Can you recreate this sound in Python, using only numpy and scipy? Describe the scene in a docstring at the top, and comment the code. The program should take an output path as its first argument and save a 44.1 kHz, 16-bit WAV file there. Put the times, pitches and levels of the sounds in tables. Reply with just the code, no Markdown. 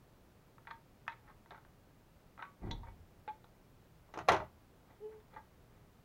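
"""Room tone of a small quiet workshop, then close ticks: hand snips nibble a thin brass sheet over a bench.
Each bite sends a burst of chatter into the sheet's decaying modes and a coloured noise rasp; grit makes
the scrapes, and noise bands a low rumble. The snips go down on a cluttered bench: modes, rattle, clinks
and a thud. Fingers bend the cut tab, which sings once as a gliding tone and ticks. Near sounds get a
short room tail and a microphone housing's shading; hum and hiss lie behind."""
import sys
import numpy as np
from scipy import signal
from scipy.fft import rfft, irfft
from scipy.io import wavfile

SR = 44100
rng = np.random.default_rng(int(sys.argv[2]) if len(sys.argv) > 2 else 0)


def transcribe(u):
    """Save the signal u as a 16-bit wav file named by the first command-line argument.

    u: samples, shape (n,) or (channels, n), limited to [-1, 1]; the rate is SR.
    q: integer samples, one column per channel.
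    """
    v = np.clip(np.atleast_2d(u).T, -1, 1)
    q = np.round(v * 32767).astype(np.int16)
    wavfile.write(sys.argv[1], SR, q)


N = 266496
T = np.arange(N) / SR

# modes of the brass sheet before the grip damps them: (frequency [Hz], level [dB], t60 [s])
SHEET_MODES = [(290, 9, 0.088), (407, 9.5, 0.066), (495, -2.5, 0.32), (707, -8, 0.25), (756, 0.5, 0.19),
               (826, -1, 0.23), (906, 2, 0.13), (1086, -10, 0.27), (1110, -4, 0.13), (1250, -7, 0.08),
               (1285, -3, 0.041), (1447, -4, 0.041), (1589, -3.5, 0.056), (1807, -9.5, 0.12),
               (1927, -0.5, 0.042), (2080, -6, 0.05), (2185, -4.5, 0.09), (2390, -3, 0.07),
               (2537, -20, 0.14), (3060, -9, .1), (3490, -15, 0.088), (3410, -1.5, 0.048),
               (3900, -20, 0.058), (3756, -8, 0.09), (4110, -6, 0.05), (4380, -15, 0.11), (4900, -8, .06),
               (5630, -17, .12), (6550, -1.5, .08)]
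# ticks on the sheet: (time [s], dry peak [dB], colour centre [Hz], bright edge level [dB], grip t60 [s])
SHEET_TICKS = [(0.582, -48, 1330, -20, .02), (.651, -57, 1240, -27, .03),
               (0.6709, -37.5, 1470, -11.5, 0.034), (.677, -39.5, 1470, -18, 0.039),
               (0.705, -43, 1320, -16, 0.044), (.71, -33, 1580, -14, .036), (1.067, -48, 1200, -25, .042),
               (1.0794, -21.5, 1700, -15.5, 0.029), (1.095, -42, 1295, -5, 0.085),
               (1.12, -46, 1500, -4, 0.044), (1.128, -45, 1800, -1, 0.034), (1.277, -53, 1480, -17, 0.13),
               (1.298, -51, 1170, -21, 0.098), (1.46, -51, 1340, -27, .02), (1.5074, -40, 1300, -11, 0.055),
               (1.516, -46, 1200, -18, .045), (1.53, -54, 1210, -20, .066), (1.546, -44, 1300, -20, .06),
               (1.556, -51.5, 1410, -12, .067), (1.578, -49.5, 1100, -20, 0.047),
               (1.649, -51, 1380, -14, .022), (2.3778, -41.5, 1360, -11, 0.033),
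               (2.392, -45, 1320, -15, 0.042), (2.4, -46, 1500, -14, 0.051), (2.413, -47, 1310, -13, 0.036),
               (2.4242, -31, 1370, -18, 0.059), (2.451, -46, 1590, -15, .042),
               (2.708, -40.5, 1880, -7, .038), (2.712, -30, 1870, 19.5, 0.051),
               (2.755, -58.5, 2030, 4, .044), (2.833, -51.5, 1300, -15, .04), (2.869, -51, 1300, -20, .062),
               (2.885, -53, 980, -21, .044), (3.2779, -39.5, 1940, -22, .09),
               (3.287, -45, 2150, -17, 0.051), (3.443, -48, 1150, -4, .0091), (4.905, -66, 1700, -16, .086),
               (5.125, -57, 1710, -20, .084), (5.201, -59, 1810, -20, .045), (5.34, -55, 1493, -6, .07),
               (5.362, -45, 1560, -17, 0.043), (5.369, -43, 1400, -20, 0.047)]
# bright tones of the cut edge and blades: (frequency [Hz], half-width at -6 dB [octaves], level [dB])
EDGE_TONES = [(3720, 0.15, -0.5), (5760, 0.1, -15), (6740, .08, -21)]
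# modes a grip leaves free, ringing on after a tick: (time [s], dry peak [dB], frequency [Hz], t60 [s])
FREE_RINGS = [(.71, -54, 915, 0.21), (.728, -58, 1640, .14), (1.5076, -49.5, 720, .072),
              (1.546, -57, 870, 0.068), (2.392, -46, 1316, .1), (2.413, -46.5, 1300, 0.13),
              (2.4244, -51, 1132, 0.28), (2.712, -54.5, 926, 0.29), (2.712, -46, 3480, .11),
              (2.712, -48, 4030, .09), (2.833, -47.5, 926, .08), (2.87, -65, 2235, 0.28),
              (2.885, -50, 885, 0.047), (3.2777, -44.5, 480, .042), (3.287, -56, 1150, .13),
              (4.905, -61, 874, .13), (5.362, -56, 490, .06), (5.364, -47, 862, .1), (5.364, -49, 897, .09),
              (5.365, -51, 1180, .1), (5.365, -55, 1630, .11), (5.365, -54, 1900, .06)]
# blades or fingers rubbing the sheet:
# (time at full level [s], level [dB rms], rise [s], hold [s], fall [s])
SCRAPES = [(0.683, -54.5, 0.0028, .004, .04), (1.297, -64, 0.094, .004, .05),
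           (1.518, -59.5, .003, 0.03, .05), (2.386, -61, .003, .03, .01), (2.635, -60, 0.033, .065, .005),
           (2.838, -61.5, .003, .045, 0.055), (4.91, -66, 0.09, .005, .07),
           (5.123, -63.5, .06, .004, 0.055), (5.344, -55.5, 0.036, .01, 0.011),
           (5.372, -54, .004, .008, 0.021), (5.768, -72, .15, 0.0045, 0.076)]
# bench top with its clutter, before extra damping: (frequency [Hz], level [dB], t60 [s])
BENCH_MODES = [(130, -14.5, 0.315), (196, -9, 0.14), (327, 0, 0.11), (383, -2, 0.29), (419.4, -1.5, 0.244),
               (527, -8, 0.19), (630, -12, .2), (732, 0.5, 0.091), (815, 0, 0.094), (841, -6, 0.23),
               (980, -2, 0.14), (1060, -3, 0.16), (1129, -1, 0.18), (1212, -4, 0.17), (1387, -6, 0.26),
               (1533, -6, 0.22), (1932, -4, 0.12), (2840, -13.5, 0.091), (3720, -16, .12), (3900, -17, .1),
               (4150, -18, .1)]
# snips meeting the bench:
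# (time [s], dry peak of the whole knock, modes and rattle together [dB], treble tilt [dB per octave])
BENCH_KNOCKS = [(4.09, -55.5, -2), (4.139, -36.5, 2.5), (4.159, -37, -1), (4.174, -31, -1),
                (4.188, -31.5, 2.5), (4.209, -37.5, 2), (4.28, -33, 1.1), (4.286, -11, 2.5),
                (4.29, -13.5, 0.6), (4.299, -23, -1.5), (4.309, -24, -1.2), (4.319, -18, 2),
                (4.332, -23, 0), (4.344, -22, 0.5), (4.364, -29.5, 1.3), (4.401, -33, -2),
                (4.418, -36.5, -3), (4.439, -46.5, -8)]
# noisy part of a knock before its tilt: (frequency [Hz], relative density [dB per Hz])
KNOCK_COLOUR = [(47, -43), (80, -15), (194, -27), (393, -7.5), (573, -6), (798, 2), (911, -0.5),
                (1210, -3.5), (2410, -17.5), (2690, -16.5), (5230, -34.5), (5970, -24.5), (7960, -39),
                (11100, -44.5), (15800, -63)]
# steel parts of the snips clinking together: (time [s], dry peak [dB])
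STEEL_CLINKS = [(4.142, -53), (4.176, -45), (4.1888, -42.5), (4.286, -32.5), (4.3196, -33), (4.3444, -52)]
# bench frame shaken: (time [s], dry peak [dB], base of the noise band [Hz], t60 [s])
FRAME_THUDS = [(4.19, -49.5, 70, 0.37), (4.297, -37, 59.7, 0.57)]
# the cut tab slipping under a finger: (time [s], pitch [Hz], fundamental level [dB rms])
TAB_GLIDE = [(5.003, 405, -61), (5.011, 401, -55), (5.033, 432, -47), (5.061, 426, -43),
             (5.105, 439, -53.5), (5.173, 429, -56), (5.26, 430, -80)]
# overtones of the tab: (multiple of the pitch, level against the fundamental [dB])
TAB_OVERTONES = [(2, -21), (3, -37), (4, -41), (6, -44), (7, -39)]
# single modes that hold until a touch stops them, first the sheet as the blades let go, then something
# hollow on the bench:
# (frequency [Hz], time at full level [s], level [dB rms], rise [s], hold [s], fall [s])
HELD_MODES = [(855, 3.279, -42, 0.0023, 0.031, 0.018), (870, 3.33, -61.5, .01, 0.019, 0.056),
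              (630, 4.355, -40, 0.084, 0.0094, 0.043), (622, 4.424, -46, .04, 0.01, 0.023)]
# low part of the rumble: (time at full level [s], level [dB rms], rise [s], hold [s], fall [s])
RUMBLE_LOW = [(2.628, -43.5, .02, .15, .05), (2.797, -53.5, .02, 0.11, 0.42)]
# upper part of the rumble: (time at full level [s], level [dB rms], rise [s], hold [s], fall [s])
RUMBLE_HIGH = [(2.63, -45, .02, 0.091, 0.11), (2.8, -65, .02, 0.089, 0.54)]
# colour of the room tone and hiss: (frequency [Hz], relative density [dB per Hz])
SHOP_COLOUR = [(12, -30), (20, 0), (162, -4), (254, -8.5), (284, -10), (408, -11), (443, -12.5), (496, -12),
               (797, -16.5), (1390, -21), (1790, -24), (2720, -28), (8790, -37), (14500, -35), (15800, -32)]
# faint hum: (frequency [Hz], level [dB rms])
HUM_TONES = [(118.5, -76)]
# shading by the microphone housing: (frequency [Hz], gain [dB])
HOUSING_GAIN = [(100, 2), (5000, -3.5), (7300, -10.5), (7950, -17), (8500, -9), (11000, -5.5), (12800, -11),
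                (13400, -8), (14200, 3), (15500, -6)]

TICK_SPREAD = 0.58  # half-width of a tick's colour at -6 dB, octaves
LOW_CUT_RATIO = 2.6  # low cut of each tick: colour centre divided by this, keeping ticks thin
# the mode that every tick wakes; its level is relative to the tick
LOOSE_HZ, LOOSE_DB, LOOSE_T60_S = 919, -17.5, 0.11
BEAT_HZ = 4  # spacing of each pair of free modes
RATTLE_T60_S, RATTLE_DB = .07, 7.5  # loose things after each knock; peak over that of the bench modes
CLINK_HZ, CLINK_T60_S = 5640, .021
SWELL_DB = 20  # how far a swell climbs in its rise time and drops in its fall time
SHOP_DB = -63.5  # rms level of room tone and hiss
ROOM_T60_S, ROOM_DB, ROOM_GAP_S, ROOM_DULL_HZ = .25, -11, .004, 4000
TOP_HZ = 15800  # upper limit of the recorder


def ticks():
    """Each bite chatters into the gripped sheet; modes that the grip leaves free ring on."""
    out = np.zeros(N)
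    for s, peak_db, centre_hz, edge_db, grip_t60 in SHEET_TICKS:
        add(out, s, peak_db, gripped_tick(peak_db, centre_hz, edge_db, grip_t60))
        add(out, s, peak_db + LOOSE_DB, free_mode(LOOSE_HZ, LOOSE_T60_S))
    for s, peak_db, hz, t60 in FREE_RINGS:
        add(out, s, peak_db, free_mode(hz, t60))
    return out


def gripped_tick(peak_db, centre_hz, edge_db, grip_t60):
    """A bite excites damped sheet modes and a noise rasp of the same colour."""
    t = T[:SR // 3]
    mode_hz = np.array(SHEET_MODES)[:, 0]
    modes = ring(SHEET_MODES, tick_colour(mode_hz, centre_hz, edge_db), t) * fade(t, 1.14 * grip_t60)
    body = signal.fftconvolve(blow(t, grip_t60, -16.5), modes)[:len(t)]
    grid_hz = np.geomspace(200, 12000, num=60)
    points = np.c_[grid_hz, tick_colour(grid_hz, centre_hz, edge_db)]
    crack_db = 9.0 + 0.28 * (peak_db + 41)  # harder bites crack more sharply
    rasp = colour(rng.standard_normal(len(t)), points)
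    rasp = rasp * (fade(t, grip_t60) + undb(crack_db) * fade(t, 0.0047))
    tick = body / np.abs(body).max() + undb(1.0) * rasp / np.abs(rasp).max()
    onset = np.minimum(t / 0.0004, 1)
    return band(tick * onset, centre_hz / LOW_CUT_RATIO, 14000)


def tick_colour(hz, centre_hz, edge_db):
    """Level in dB over frequency: one broad hill, the bright edge tones and a low floor."""
    hill = undb(bump_db(hz, centre_hz, TICK_SPREAD))
    edge = sum(undb(edge_db + db + bump_db(hz, f, width)) for f, width, db in EDGE_TONES)
    return 20 * np.log10(hill + edge + undb(-50))


def free_mode(hz, t60):
    """Two nearly equal modes beat as they decay."""
    t = T[:SR // 3]
    pair = np.sin(2 * np.pi * hz * t) + 0.78 * np.sin(2 * np.pi * (hz + BEAT_HZ) * t - 1.2)
    return fade(t, t60) * pair * np.minimum(t / 0.00065, 1)


def scrape():
    """Stick-slip grit under the blades or fingers, heard through the damped sheet."""
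    t = T[:SR // 8]
    lift_db = -5 * np.log2(np.array(SHEET_MODES)[:, 0] / 1200) ** 2  # favours modes near 1200 Hz
    held = ring(SHEET_MODES, lift_db, t) * fade(t, 0.083)
    rub = unit(signal.fftconvolve(grit(N, 1300, 2.46), held)[:N])
    return rub * sum(swell(*row) for row in SCRAPES)


def knocks():
    """Steel on wood: bench modes plus a dense rattle of loose things."""
    out, t = np.zeros(N), T[:SR // 2]
    mode_hz = np.array(BENCH_MODES)[:, 0]
    for s, peak_db, tilt_db in BENCH_KNOCKS:
        modes = ring(BENCH_MODES, tilt_db * np.log2(mode_hz / 1000), t) * fade(t, 2.9 * RATTLE_T60_S)
        body = signal.fftconvolve(blow(t, RATTLE_T60_S, -13.5), modes)[:len(t)]
        points = [(f, db + tilt_db * np.log2(f / 1000)) for f, db in KNOCK_COLOUR]
        rattle = colour(rng.standard_normal(len(t)), points)
        envelope = fade(t, RATTLE_T60_S) + undb(-1.5) * fade(t, 0.008)
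        rattle = rattle * envelope * np.minimum(t / 0.00089, 1)
        knock = body / np.abs(body).max() + undb(RATTLE_DB) * rattle / np.abs(rattle).max()
        add(out, s, peak_db, knock)
    return out


def clinks():
    """Steel on steel: short bright bursts of band-passed noise."""
    out, t = np.zeros(N), T[:SR // 10]
    for s, peak_db in STEEL_CLINKS:
        burst = rng.standard_normal(len(t)) * fade(t, CLINK_T60_S)
        add(out, s, peak_db, band(burst, CLINK_HZ / 1.03, CLINK_HZ * 1.26))
    return out


def thud():
    """The bench frame shudders as decaying low noise while the snips land."""
    out, t = np.zeros(N), T[:SR // 2]
    for s, peak_db, hz, t60 in FRAME_THUDS:
        shudder = band(rng.standard_normal(len(t)), hz * 1.03, hz * 2.43)
        add(out, s, peak_db, shudder * fade(t, t60))
    return out


def tab_note():
    """The slipping tab sings a nearly pure gliding note with faint overtones."""
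    s, hz, db = np.transpose(TAB_GLIDE)
    phase = 2 * np.pi * np.cumsum(np.interp(T, s, hz)) / SR
    overtones = sum(undb(d) * np.sin(k * phase) for k, d in TAB_OVERTONES)
    wave = np.sin(phase) + overtones
    edges = np.clip(np.minimum(T - s[0], s[-1] - T) / .002, 0, 1)
    return np.sqrt(2) * wave * curve(np.c_[s, db]) * edges


def held_notes():
    """Single modes sound as pure notes on swells."""
    return sum(np.sqrt(2) * np.sin(2 * np.pi * hz * T) * swell(*shape) for hz, *shape in HELD_MODES)


def rumble():
    """Dull turbulent thuds: two low noise bands, the higher near 90 Hz, and an upper noise."""
    noise = rng.standard_normal((3, N))
    low = unit(unit(band(noise[0], 28, 57)) + unit(band(noise[1], 75.5, 101)))
    # (frequency [Hz], level [dB])
    upper_colour = [(100, 3.5), (180, 2.0), (400, -5.5), (600, -16), (850, -9.5), (1500, -29), (3000, -69)]
    upper = unit(colour(noise[2], upper_colour))
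    low_level = sum(swell(*row) for row in RUMBLE_LOW)
    upper_level = sum(swell(*row) for row in RUMBLE_HIGH)
    return low * low_level + upper * upper_level


def shop():
    """Room tone and microphone hiss as steady coloured noise, with a faint sine hum."""
    hum = sum(undb(db) * np.sqrt(2) * np.sin(2 * np.pi * hz * T) for hz, db in HUM_TONES)
    return undb(SHOP_DB) * unit(colour(rng.standard_normal(N), SHOP_COLOUR)) + hum


def room(x):
    """Small workshop: a short diffuse tail after a gap, treble dying twice as fast."""
    t = T[:SR // 2]
    noise = rng.standard_normal(len(t))
    low = signal.lfilter(*signal.butter(1, ROOM_DULL_HZ, fs=SR), noise)
    treble = (noise - low) * fade(t, ROOM_T60_S)
    tail = (low + treble) * fade(t, ROOM_T60_S) * (t > ROOM_GAP_S)
    return undb(ROOM_DB) * signal.fftconvolve(x, tail / np.sqrt(np.sum(tail ** 2)))[:N]


def housing(x):
    """The microphone housing shades the sound through a short symmetric filter."""
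    hz, db = np.transpose(HOUSING_GAIN)
    f = np.linspace(0, SR / 2, num=513)
    gain = undb(np.interp(np.log(np.maximum(f, 1)), np.log(hz), db))
    return signal.fftconvolve(x, signal.firwin2(201, f, gain, fs=SR), "same")


def ring(modes, lift_db, t):
    """Impulse response as decaying modes; signs are random and pitches are jittered slightly at each call."""
    hz, db, t60 = np.transpose(modes)[:, :, None]
    chance = rng.standard_normal((2, len(modes), 1))
    sign = np.sign(chance[0])
    jittered_hz = hz * (1 + 0.0089 * chance[1])
    level = sign * undb(db + lift_db[:, None])
    return np.sum(level * fade(t, t60) * np.sin(2 * np.pi * jittered_hz * t), axis=0)


def grit(count, per_s, spread_db):
    """Sparse random micro-impacts with a long-tailed size."""
    hit = rng.random(count) < per_s / SR
    return hit * rng.choice([-1., 1.], count) * undb(spread_db * rng.exponential(size=count))


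def blow(t, t60, chatter_db):
    """One hard impulse followed by dying chatter."""
    push = undb(chatter_db) * grit(len(t), 1500, 2.87) * fade(t, t60)
    push[0] = 1
    return push


def swell(s, db, rise, hold, fall):
    """Gain that climbs to db at time s, holds and drops, in straight lines of dB."""
    before = (s - T) / max(rise, 1e-3)
    after = (T - s - hold) / max(fall, 1e-3)
    return undb(db - SWELL_DB * np.clip(np.maximum(before, after), 0, 9))


def curve(table, silence_db=-120):
    """Gain from a (time [s], level [dB]) table, practically silent outside it."""
    return undb(np.interp(T, *np.transpose(table)[:2], silence_db, silence_db))


def bump_db(hz, centre_hz, spread):
    """A hill in dB on a log-frequency axis, 6 dB down at spread octaves."""
    return -6 * (np.log2(hz / centre_hz) / max(spread, .05)) ** 2


def colour(x, points):
    """Shape a noise by (frequency [Hz], level [dB]) points."""
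    hz, db = np.transpose(points)
    f = np.maximum(np.fft.rfftfreq(len(x), 1 / SR), 1)
    return irfft(rfft(x) * undb(np.interp(np.log(f), np.log(hz), db)), len(x))


def band(x, lo_hz, hi_hz):
    """Band-pass."""
    return signal.sosfilt(signal.butter(2, [lo_hz, hi_hz], "band", fs=SR, output="sos"), x)


def fade(t, t60):
    """Exponential decay, 60 dB down after t60."""
    return np.exp(-np.log(1000) * t / np.maximum(t60, 1e-3))


def undb(db):
    """Decibels to gain."""
    return 10 ** (np.asarray(db, float) / 20)


def unit(x):
    """Scale to rms 1."""
    return x / np.sqrt(np.mean(x ** 2))


def add(out, s, peak_db, x):
    """Mix a sound in at time s with the given peak."""
    i = int(s * SR)
    x = x[:N - i]
    out[i:i + len(x)] += undb(peak_db) * x / np.abs(x).max()


def scene():
    """Impacts and scrapes pass the room and housing; notes, rumble and room tone are added directly."""
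    near = ticks() + scrape() + knocks() + clinks() + thud()
    notes = tab_note() + held_notes()
    return (housing(near + room(near)) + notes + rumble() + shop())[None]


def record(dry):
    """The recorder cuts the top with a steep low-pass."""
    return signal.sosfilt(signal.ellip(10, .2, 60, TOP_HZ, fs=SR, output="sos"), dry)


dry = scene()
out = record(dry)
transcribe(out)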